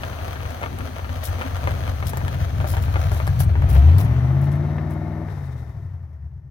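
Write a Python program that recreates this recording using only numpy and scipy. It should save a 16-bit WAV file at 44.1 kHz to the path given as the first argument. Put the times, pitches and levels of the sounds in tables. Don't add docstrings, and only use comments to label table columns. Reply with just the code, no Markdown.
import sys
import numpy as np
from scipy import signal
from scipy.fft import rfft, irfft, next_fast_len
from scipy.io import wavfile
from scipy.ndimage import uniform_filter1d

SR = 44100
rng = np.random.default_rng(int(sys.argv[2]) if len(sys.argv) > 2 else 0)


def generate_wav(signal):
    frames = np.transpose(np.atleast_2d(signal))
    scaled = np.clip(frames, -1, 1) * 32767
    pcm = np.round(scaled).astype(np.int16)
    wavfile.write(sys.argv[1], SR, pcm)


N = 287002


def from_db(db):
    return 10 ** (np.asarray(db) / 20)


def rms_one(x):
    return x / np.sqrt(np.mean(x ** 2) + 1e-20)


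def in_time(rows):
    s, *columns = np.transpose(rows)
    return [np.interp(np.arange(N) / SR, s, c) for c in columns]


def colour(x, spectrum, resonances=()):
    size = 2 * next_fast_len(N // 2 + 8192)
    hz = np.maximum(np.abs(np.fft.fftfreq(size, 1 / SR)), 1)
    points = np.array(spectrum)
    db = np.interp(np.log(hz), np.log(points[:, 0]), points[:, 1])
    for centre, width, lift in resonances:
        db = db + lift / (1 + (2 * (hz - centre) / width) ** 2)
    response = np.exp(np.conj(signal.hilbert(np.log(from_db(db)))))
    return irfft(rfft(x, size) * response[:size // 2 + 1], size)[..., :N]


def band(x, low_hz, high_hz):
    edges = [low_hz, min(high_hz, SR / 2 - 1000)]
    return signal.sosfiltfilt(signal.butter(3, edges, "band", fs=SR, output="sos"), x)


def drift(rate):
    knots = rng.standard_normal(4000)
    return np.interp(np.arange(N) / SR * rate, np.arange(len(knots)), knots)


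def grains(per_s, spread_db):
    sizes = from_db(spread_db * np.minimum(rng.exponential(1, N), 4))
    return rms_one(sizes * rng.choice([-1, 1], N) * (rng.random(N) < per_s / SR))


def wide_noise(diffuse):
    return rms_one(rng.standard_normal(N) + diffuse * rng.standard_normal((2, N)))


def ring(clicks, hz, t60):
    r, w = from_db(-60 / (t60 * SR)), 2 * np.pi * hz / SR
    return signal.lfilter([0, np.sin(w)], [1, -2 * r * np.cos(w), r * r], clicks + 1e-18)


def evened(x, count_so_far):
    energy, n = np.cumsum(x ** 2), np.arange(N)
    half_cycle = len(CYLINDERS) / 2
    start = np.interp(count_so_far - half_cycle, count_so_far, n)
    end = np.interp(count_so_far + half_cycle, count_so_far, n)
    power = (np.interp(end, n, energy) - np.interp(start, n, energy)) / (end - start)
    return x / np.sqrt(power + 1e-20)


def in_ranges(x, body_db, edge_db, hiss_db):
    ranges = [(400, 1000, body_db), (1000, 5000, edge_db), (5000, 17000, hiss_db)]
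    return sum(from_db(db) * rms_one(band(x, low, high)) for low, high, db in ranges)


def to_ears(x, lag_ms, balance):
    n = np.arange(N)
    left, right = np.broadcast_to(x, (2, N))
    late = np.interp(n - lag_ms * SR / 1000, n, right)
    half = np.array(balance) * [1, .5]
    return np.array([colour(left, half), colour(late, half * [1, -1])])


def cabin(x, t60, wet_db):
    t = np.arange(SR // 4) / SR
    tail = rng.standard_normal((2, len(t))) * from_db(-60 * t / t60) * (t > .002)
    tail /= np.sqrt(np.sum(tail ** 2, axis=1, keepdims=True))
    return x + from_db(wet_db) * signal.fftconvolve(x, tail, axes=1)[:, :N]


IDLE_HZ, GRIP_HZ, PULL_LIMIT_HZ, COAST_HZ = 45.5, 110, 170, 60
OPEN_S, LIFT_S = 3.537, 5.24
FLARE_PER_S, PULL_S, RUN_DOWN_PER_S = 1.72, .61, .86
# (time [s], firing rate [Hz])
IDLE_HUNT = [(0, 47.06), (.9, 45.25), (1.05, 43.2), (1.2, 42.85), (1.8, 45.75), (2.4, 44.7), (3, 46.3),
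             (3.53, 45.5)]


def engine_speed():
    t = np.arange(N) / SR
    grip_s = OPEN_S + np.log(GRIP_HZ / IDLE_HZ) / FLARE_PER_S
    flare = in_time(IDLE_HUNT)[0] * np.exp(FLARE_PER_S * np.maximum(t - OPEN_S, 0))
    shortfall = (PULL_LIMIT_HZ - GRIP_HZ) * np.exp((grip_s - np.minimum(t, LIFT_S)) / PULL_S)
    run_down = np.exp(-RUN_DOWN_PER_S * np.maximum(t - LIFT_S, 0))
    driven = np.maximum((PULL_LIMIT_HZ - shortfall) * run_down, COAST_HZ)
    return np.where(t < grip_s, flare, driven)


PASS_S, ROLL_M_PER_S, ACCEL_M_PER_S2, SIDE_M = 3.41, 2, 3.2, 1.5


def metres_ahead():
    t = np.arange(N) / SR
    return ROLL_M_PER_S * (t - PASS_S) + ACCEL_M_PER_S2 / 2 * np.maximum(t - OPEN_S, 0) ** 2


TURN_S, TURN_TAKES_S = 5.34, 0.89


def loudness(firing_hz, throttle, idle_db, load_db, octave_db, cabin_db, spreading=1):
    inside = np.clip((np.arange(N) / SR - TURN_S) / TURN_TAKES_S, 0, 1)
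    distance_db = -20 * np.log10(np.hypot(metres_ahead(), SIDE_M) / SIDE_M)
    engine_db = idle_db + load_db * throttle + octave_db * np.log2(firing_hz / IDLE_HZ)
    return engine_db + spreading * distance_db + cabin_db * inside


# (pulse strength [dB], arrival at tailpipe [firing intervals])
CYLINDERS = [(-3.3, .64), (-2.8, .43), (1.1, .53), (.2, .5), (-.7, .34), (4, .48), (2.2, .36), (-.8, .42)]


def firings(count_so_far, throttle, lope):
    number = np.arange(int(count_so_far[-1]) - 1)
    strength_db, arrival = np.array(CYLINDERS)[number % len(CYLINDERS)].T
    fired = np.searchsorted(count_so_far, number)
    strength_db = lope[fired] * strength_db
    arrival = .5 + lope[fired] * (arrival - .5)
    chance = rng.standard_normal((len(number), 2))
    ragged_db = np.interp(throttle[fired], [0, .4, 1], [1.1, .7, .45])
    at = np.searchsorted(count_so_far, number + arrival + .008 * ragged_db * chance[:, 0])
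    pulses = np.zeros(N)
    pulses[np.minimum(at, N - 1)] = from_db(strength_db + ragged_db * chance[:, 1])
    return pulses


def swell(firing_hz, resonance, order=2):
    hz, width_hz, lift_db = resonance
    return lift_db / (1 + np.abs(2 * (firing_hz - hz) / width_hz) ** order)


# (centre [Hz], width [Hz], full lift [dB])
BOOM_RESONANCE, DRONE_RESONANCE = (81, 42, 8.7), (137.3, 25, 7.45)
COAST_RESONANCE = (127, 44, 6)
STUMBLE_S, STUMBLE_TAKES_S, STUMBLE_DB = 1, 0.024, -8


def exhaust_levels(firing_hz, throttle, boom_wander_db=3.0, drone_wander_db=6.0, growl_wander_db=2.5):
    stumble_db = STUMBLE_DB * np.exp(-((np.arange(N) / SR - STUMBLE_S) / STUMBLE_TAKES_S) ** 2)
    boom = loudness(firing_hz, throttle, idle_db=-18.5, load_db=-2.5, octave_db=2.5, cabin_db=-4.0)
    boom = boom + np.minimum(.7 + throttle, 1) * swell(firing_hz, BOOM_RESONANCE, order=6)
    drone = loudness(firing_hz, throttle, idle_db=-26, load_db=2.0, octave_db=5.5, cabin_db=9.0,
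                     spreading=1.365)
    drone = drone + throttle * swell(firing_hz, DRONE_RESONANCE)
    drone = drone + (1 - throttle) * swell(firing_hz, COAST_RESONANCE, order=4)
    growl = loudness(firing_hz, throttle, idle_db=-41.5, load_db=10.0, octave_db=-0.65, cabin_db=-19.0,
                     spreading=0.18)
    shut = (1 - throttle) * np.minimum(COAST_HZ / firing_hz, 1)
    return (boom + stumble_db + boom_wander_db * shut * drift(rate=8.5),
            drone + stumble_db / 2 + drone_wander_db * shut * np.tanh(drift(rate=8.8)),
            growl + stumble_db / 2 + growl_wander_db * shut * drift(rate=11.0))


# (multiple of engine cycle rate [1], level against the firing line [dB])
LOAD_ORDERS = [(4, -19), (12, -4), (16, -3), (17, -7), (18, -6), (20, -7), (21, -8)]
# (frequency [Hz], relative gain [dB])
PIPE_RESPONSE = [(25, -50.5), (35, -9.5), (45, 5), (60, 10), (75, 21.5), (92, 19.5), (110, 9), (140, -4.5),
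                 (165, -17), (200, -10.5), (320, -27), (450, -30)]
# (centre [Hz], width [Hz], lift [dB])
CHAMBERS = [(205, 40, -5), (240, 20, 4), (270, 35, -6), (340, 70, 9)]
# (frequency [Hz], relative density [dB])
CHURN_SPECTRUM = [(100, -49), (190, -3.5), (255, 2.5), (330, -5), (420, -3.5), (700, -48.5)]


def exhaust(pulses, count_so_far, firing_hz, throttle, idle_churn_db=9.0):
    boom_db, drone_db, growl_db = exhaust_levels(firing_hz, throttle)
    angle = 2 * np.pi * count_so_far / len(CYLINDERS)
    line = 2 * np.gradient(count_so_far)
    singing = sum(from_db(db + 2 * drift(rate=10)) * np.cos(order * angle) for order, db in LOAD_ORDERS)
    piped = colour(pulses + throttle ** 4 * line * singing, PIPE_RESPONSE, CHAMBERS)
    driven = np.minimum(throttle / .4, 1)
    extra = from_db(swell(firing_hz, BOOM_RESONANCE, order=6)) - 1
    locked = driven * extra * line * -np.cos(2 * np.pi * count_so_far)
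    deep = band(piped + colour(locked, PIPE_RESPONSE), 33, 114.4)
    thinned = deep - .7 * throttle ** 2 * band(deep, 20, 58)
    boom = from_db(boom_db) * evened(thinned, count_so_far)
    drone = from_db(drone_db) * evened(band(piped, 121.8, 185.0), count_so_far)
    churn_db = idle_churn_db * (1 - throttle ** 2) - 8 * throttle ** 2
    churn = from_db(churn_db) * rms_one(colour(rng.standard_normal(N), CHURN_SPECTRUM))
    orders = evened(band(piped, 171.0, 433), count_so_far)
    growl = from_db(growl_db) * evened(orders + churn, count_so_far)
    rumble = from_db(boom_db - 25.5 - 8.3 * throttle) * rms_one(band(rng.standard_normal(N), 23, 90))
    return boom + drone + growl + rumble


# (frequency [Hz], relative density [dB])
ROLLING_SPECTRUM = [(120, -41.5), (200, -20), (254, -9), (416, -25.5), (473, -4), (683, 3.5), (867, -4),
                    (1230, 4.5), (4350, -14.5), (5040, -26), (6170, -28), (7410, -36), (12200, -30.5),
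                    (16000, -31)]
# (centre [Hz], width [Hz], lift [dB])
ENGINE_BAY = [(640, 260, -3.5), (3160, 150, 4.5), (6070, 154, 9)]
# (time [s], relative level [dB])
APPROACH = [(0.08, -38.5), (0.32, -39.5), (1.1, -41), (1.38, -38), (1.63, -38.5), (2.5, -41), (3.16, -38.5),
            (3.47, -41.5), (3.6, -37.5), (3.76, -30.5)]
HIDDEN_DB, HIDING_S, RECEDE_DB_PER_S = -7, 0.068, 16.5


def rolling(grit_db=0.0, body_db=0.0, edge_db=-4.5, hiss_db=-10.0):
    grit = rms_one(grains(per_s=1000, spread_db=4) * from_db(5.5 * np.tanh(drift(rate=30))))
    muffled = colour(grit, [(2200, 0.81), (5000, -1.1)])
    noise = colour(wide_noise(diffuse=24.0) + from_db(grit_db) * muffled, ROLLING_SPECTRUM, ENGINE_BAY)
    past_s = np.maximum(np.arange(N) / SR - PASS_S, 0)
    db = in_time(APPROACH)[0] - RECEDE_DB_PER_S * past_s
    hidden_db = HIDDEN_DB * np.minimum(past_s / HIDING_S, 1)
    return in_ranges(noise, db + body_db, db + edge_db, db + hiss_db + hidden_db)


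# (frequency [Hz], relative density [dB])
RASP_SPECTRUM = [(180, -32), (300, 3.5), (440, -10.5), (701, -6), (787, -8.5), (1640, -23), (1840, -21.5),
                 (2880, -40), (5900, -46.5), (7570, -61), (12500, -56), (16000, -70.5)]
# (centre [Hz], width [Hz], lift [dB])
TAILPIPE = [(660, 61, 2.1), (1812, 40, 7.5), (2130, 460, 2.2)]


def rasp(pulses, firing_hz, throttle, puff_s=0.02, steady=0.31, buzz_db=-9.5):
    puffs = rms_one(signal.lfilter([1], [1, -np.exp(-1 / (puff_s * SR))], pulses))
    buzz = from_db(buzz_db) * throttle * colour(rms_one(pulses), [(1000, 0), (2500, -14)])
    turbulence = rms_one(wide_noise(diffuse=1.0) * (steady + puffs))
    noise = colour(turbulence + buzz, RASP_SPECTRUM, TAILPIPE)
    body = loudness(firing_hz, throttle, idle_db=-58.5, load_db=-18.0, octave_db=13.5, cabin_db=6.5)
    edge = loudness(firing_hz, throttle, idle_db=-56.5, load_db=-2.0, octave_db=10.0, cabin_db=3.5)
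    hiss = loudness(firing_hz, throttle, idle_db=-65.0, load_db=-5.0, octave_db=4.0, cabin_db=-1.5)
    return in_ranges(noise, body, edge, hiss)


# (pitch at PULL_LIMIT_HZ [Hz], flutter rate [1/s], relative level [dB])
WHISTLES = [(345, 55, 6), (875, 70, 0), (2170, 160, -8), (3860, 220, -19), (5850, 500, -27)]
WHISTLE_FOLLOWS = .18


def whistles(firing_hz, throttle):
    level = loudness(firing_hz, throttle, idle_db=-64, load_db=6, octave_db=10.5, cabin_db=-14)
    turns = 2 * np.pi * np.cumsum((firing_hz / PULL_LIMIT_HZ) ** WHISTLE_FOLLOWS) / SR
    tones = np.zeros(N)
    for hz, width, db in WHISTLES:
        tones += from_db(db) * (drift(width) * np.cos(hz * turns) + drift(width) * np.sin(hz * turns))
    return from_db(level) * tones


def ticks(level_db=-80.0, after_db_per_s=-5.0):
    past_s = np.maximum(np.arange(N) / SR - PASS_S, 0)
    near_db = -10 * np.log10(np.hypot(metres_ahead(), SIDE_M) / SIDE_M)
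    chips = rms_one(band(grains(per_s=70, spread_db=4.5), 2500, 17000))
    return from_db(level_db + near_db + after_db_per_s * past_s) * chips


# (time [s], relative knock peak [dB], relative crack peak [dB], pitch [Hz])
KNOCKS = [(.0345, -12, -40, 1570), (.1888, -23, -46, 1220), (.5062, -26, -26, 1220), (.6154, -19, -31, 720),
          (.6254, -16, -38, 975), (.6312, -15, -24, 1320), (.638, -13, -40, 1150), (.6615, -16, -44, 1160),
          (.7875, -21, -21, 1500), (1.4122, -13.5, -42, 1060), (1.418, -12.5, -33, 1370),
          (1.4239, -28, -28, 970), (1.5682, -27, -28, 920), (1.6738, -8, -24, 1050),
          (1.7166, -19.5, -33, 1740), (1.8785, -19, -45, 1180), (2.0263, -14.5, -42, 1090),
          (2.134, -16.5, -25, 910), (2.1719, -16, -15.5, 910), (2.2811, -16, -25.5, 1660),
          (2.6022, -15.5, -36, 1290), (2.61, -21, -45, 850), (2.6435, -14, -45, 676),
          (2.738, -17.5, -45, 900), (2.7689, -14.5, -24, 860), (2.9574, -12, -38, 1120),
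          (2.9665, -14.5, -38, 760), (2.994, -21, -44, 650), (3.118, -15.5, -32, 750),
          (3.2013, -12.5, -42, 1150), (3.2695, -20, -23, 1130), (3.2763, -13.5, -16.5, 860),
          (3.405, -14.5, -34, 790), (3.5547, -17.5, -52, 890), (3.6215, -18, -32, 1020),
          (4.7832, -20.5, -62, 950), (5.2862, -26.5, -66, 860)]
# (multiple of the row's pitch [1], level [dB], t60 [cycles])
STONE_MODES = [(.55, -8, 8), (1, 0, 7), (1.8, -4, 8)]
SMALL_STONE, SMALL_STONES_PER_S = (-22, -48, 1200), 10


def stones(grit_db=-10.0, grit_s=0.011, knock_db=-2.0, crack_db=-2.0):
    t = np.arange(SR // 10) / SR
    tyre = signal.butter(2, [400, 3600], "band", fs=SR)
    small_db, small_crack_db, small_hz = SMALL_STONE
    small = []
    for when, size, pitch in rng.random((200, 3))[:int(SMALL_STONES_PER_S * PASS_S)]:
        size_db = 6 * (size - .5)
        small.append((when * PASS_S, small_db + size_db, small_crack_db + size_db,
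                      small_hz * 2 ** (pitch - .5)))
    knocks, cracks = np.zeros(N), np.zeros(N)
    for s, peak_db, sharp_db, pitch_hz in list(KNOCKS) + small:
        contacts = rng.uniform(-1.7, 1.7, len(t)) * (rng.random(len(t)) < 1100 / SR)
        touch = from_db(grit_db) * contacts * np.exp(-t / grit_s) * (t > .002)
        touch[0] = 1
        modes = np.zeros(len(t))
        for ratio, db, cycles in STONE_MODES:
            hz = pitch_hz * ratio
            modes += from_db(db) * ring(touch, hz, cycles / hz)
        knock = signal.lfilter(*tyre, modes)
        crack = rng.standard_normal(len(t)) * np.exp(-t / .0009)
        span = slice(round(s * SR), round(s * SR) + len(t))
        knocks[span] += from_db(peak_db + knock_db) * knock / np.abs(knock).max()
        cracks[span] += from_db(sharp_db + crack_db) * crack / np.abs(crack).max()
    return knocks + band(cracks, 1600, 17000)


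# (time [s], relative level [dB])
CHUFFS = [(1.118, -30.5), (1.46, -33)]


def chuffs(attack_s=0.013, fade_s=0.033):
    t = np.arange(N) / SR
    envelope = sum(from_db(db) * np.exp(np.minimum((t - s) / attack_s, (s - t) / fade_s)) for s, db in CHUFFS)
    return envelope * rms_one(band(rng.standard_normal(N), 242, 270))


# (time [s], length [s], relative level [dB])
LEAVES = [(1.232, 0.071, -39.5), (2.054, 0.064, -39), (2.666, 0.095, -45), (2.809, 0.063, -50),
          (3.105, 0.12, -52), (3.388, 0.067, -40), (3.687, 0.087, -47), (3.971, 0.091, -46.5),
          (4.398, 0.091, -61), (4.504, 0.08, -62), (4.892, 0.065, -61)]
# (frequency [Hz], relative density [dB])
LEAF_COLOUR = [(1500, -22), (4000, -8), (6000, -6), (8000, -7), (11500, 0), (15500, 0)]


def leaves(rise_s=0.011, fade_s=0.051, crush_db=5.0, snaps_per_s=110, snap_s=0.0014, rustle=0.064):
    t = np.arange(N) / SR
    crush = np.zeros(N)
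    for s, length, db in LEAVES:
        ramp = np.clip(np.minimum((t - s) / rise_s, (s + length - t) / fade_s), 0, 1)
        crush += from_db(db + crush_db) * ramp
    since_snap = (t * snaps_per_s + .5 * drift(rate=88)) % 1 / snaps_per_s
    snaps = rustle + np.exp(-since_snap / snap_s)
    cracks = grains(per_s=6000, spread_db=4) * snaps * from_db(2.5 * drift(rate=100))
    cracks = band(colour(cracks, LEAF_COLOUR), 1200, 19000)
    return crush * cracks / np.sqrt(np.abs(uniform_filter1d(cracks ** 2, SR // 20)) + 1e-12)


# (centre [Hz], width [Hz], lift [dB])
SNARL_MODES = [(587, 36, 12.5), (651, 34, 11), (715, 49, 12.5), (916, 55, 6.5)]


def snarl(pulses, count_so_far, firing_hz, throttle):
    torn = signal.lfilter([1], [1, -np.exp(-1 / (.003 * SR))], pulses) * rng.standard_normal(N)
    fronts = rms_one(pulses) + .6 * rms_one(torn)
    stack = evened(band(colour(fronts, [(500, 0), (1400, -5)], SNARL_MODES), 480, 1500), count_so_far)
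    level = loudness(firing_hz, throttle, idle_db=-40.5, load_db=0, octave_db=1.0, cabin_db=0, spreading=.2)
    return throttle * from_db(level) * stack


BARK_S, BARK_DB = 3.77, -32.5
# (centre [Hz], width [Hz], lift [dB])
BARK_MODES = [(695, 19, 32), (798, 64, 10)]


def bark(pulses, rise_s=0.035, fade_s=0.066, puff_s=0.01):
    since = np.arange(N) / SR - BARK_S
    envelope = np.exp(np.minimum(since / rise_s, -since / fade_s))
    puffs = signal.lfilter([1], [1, -np.exp(-1 / (puff_s * SR))], pulses) * rng.standard_normal(N)
    voiced = colour(puffs, [(300, -23), (650, 5.0), (2200, 0.0), (8000, -19)], BARK_MODES)
    return from_db(BARK_DB) * envelope * rms_one(voiced)


# (frequency [Hz], relative density [dB])
OVERRUN_SPECTRUM = [(500, -16), (1500, 1), (2600, -7), (5600, -7), (7000, -13.5), (16000, -20)]
# (centre [Hz], width [Hz], lift [dB])
OVERRUN_MODES = [(830, 70, 23), (2060, 130, 19), (3700, 250, 11)]
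OVERRUN_DB = -58


def overrun(rise_s=0.081, hold_s=0.48, sag_db_per_s=-15.0, shut_db_per_s=-60.0):
    since = np.arange(N) / SR - LIFT_S
    sag_db = sag_db_per_s * np.maximum(since, 0)
    shut_db = shut_db_per_s * np.maximum(since - hold_s, 0)
    db = OVERRUN_DB + sag_db + shut_db + 5.2 * drift(rate=36)
    hiss = rms_one(colour(wide_noise(diffuse=1.0), OVERRUN_SPECTRUM, OVERRUN_MODES))
    return np.clip(since / rise_s, 0, 1) * from_db(db) * hiss


# (time [s], throttle [0-1], unevenness of the cylinders [1 = as at idle])
THROTTLE = [(3.6, 0, 1), (3.72, .4, 1.1), (3.96, .5, 1.2), (4.06, .72, 1.25), (4.6, 1, 1.1), (5.24, 1, 1.1),
            (5.3, 0, 1.7), (6.5, 0, 1.2)]
# (frequency [Hz], level difference [dB])
NEAR_BALANCE = [(200, 24), (380, 19), (700, -4.5), (1290, 4.5), (2380, 12.5), (4400, 6), (8000, 2.5),
                (15000, 3)]
# (frequency [Hz], level difference [dB])
FAR_BALANCE = [(200, 3.5), (380, 14.5), (700, 5.3), (1290, 10.5), (2380, 11), (4400, 11.3), (15000, 23.6)]
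START_FIRINGS = .5
TAIL_M, EAR_LAG_MS = 1, .64


def scene():
    firing_hz = engine_speed()
    count_so_far = START_FIRINGS + np.cumsum(firing_hz) / SR
    throttle, lope = in_time(THROTTLE)
    tail_m = metres_ahead() - TAIL_M
    lag_ms = EAR_LAG_MS * (1 - tail_m / np.hypot(tail_m, SIDE_M)) / 2
    pulses = firings(count_so_far, throttle, lope)
    low = exhaust(pulses, count_so_far, firing_hz, throttle) + chuffs()
    pipes = to_ears(low, lag_ms, [(60, 3.0), (120, 3.4), (300, 3.5)])
    front = to_ears(rolling(), lag_ms, NEAR_BALANCE)
    tones = snarl(pulses, count_so_far, firing_hz, throttle) + bark(pulses) + whistles(firing_hz, throttle)
    tail = to_ears(rasp(pulses, firing_hz, throttle) + tones + overrun(), lag_ms, FAR_BALANCE)
    gravel = to_ears(stones(), .4 * lag_ms, [(700, 2), (2000, 7), (8000, 4)])
    litter = to_ears(leaves() + ticks(), lag_ms, [(3000, 22.0), (15000, 0.66)])
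    gravel = cabin(gravel, t60=0.06, wet_db=-6)
    return pipes + front + tail + gravel + cabin(litter, t60=0.035, wet_db=-0.5)


CUTOFF_HZ = 16000


def record(dry):
    return signal.sosfilt(signal.ellip(10, .1, 80, CUTOFF_HZ, fs=SR, output="sos"), dry)


dry = scene()
out = record(dry)
generate_wav(out)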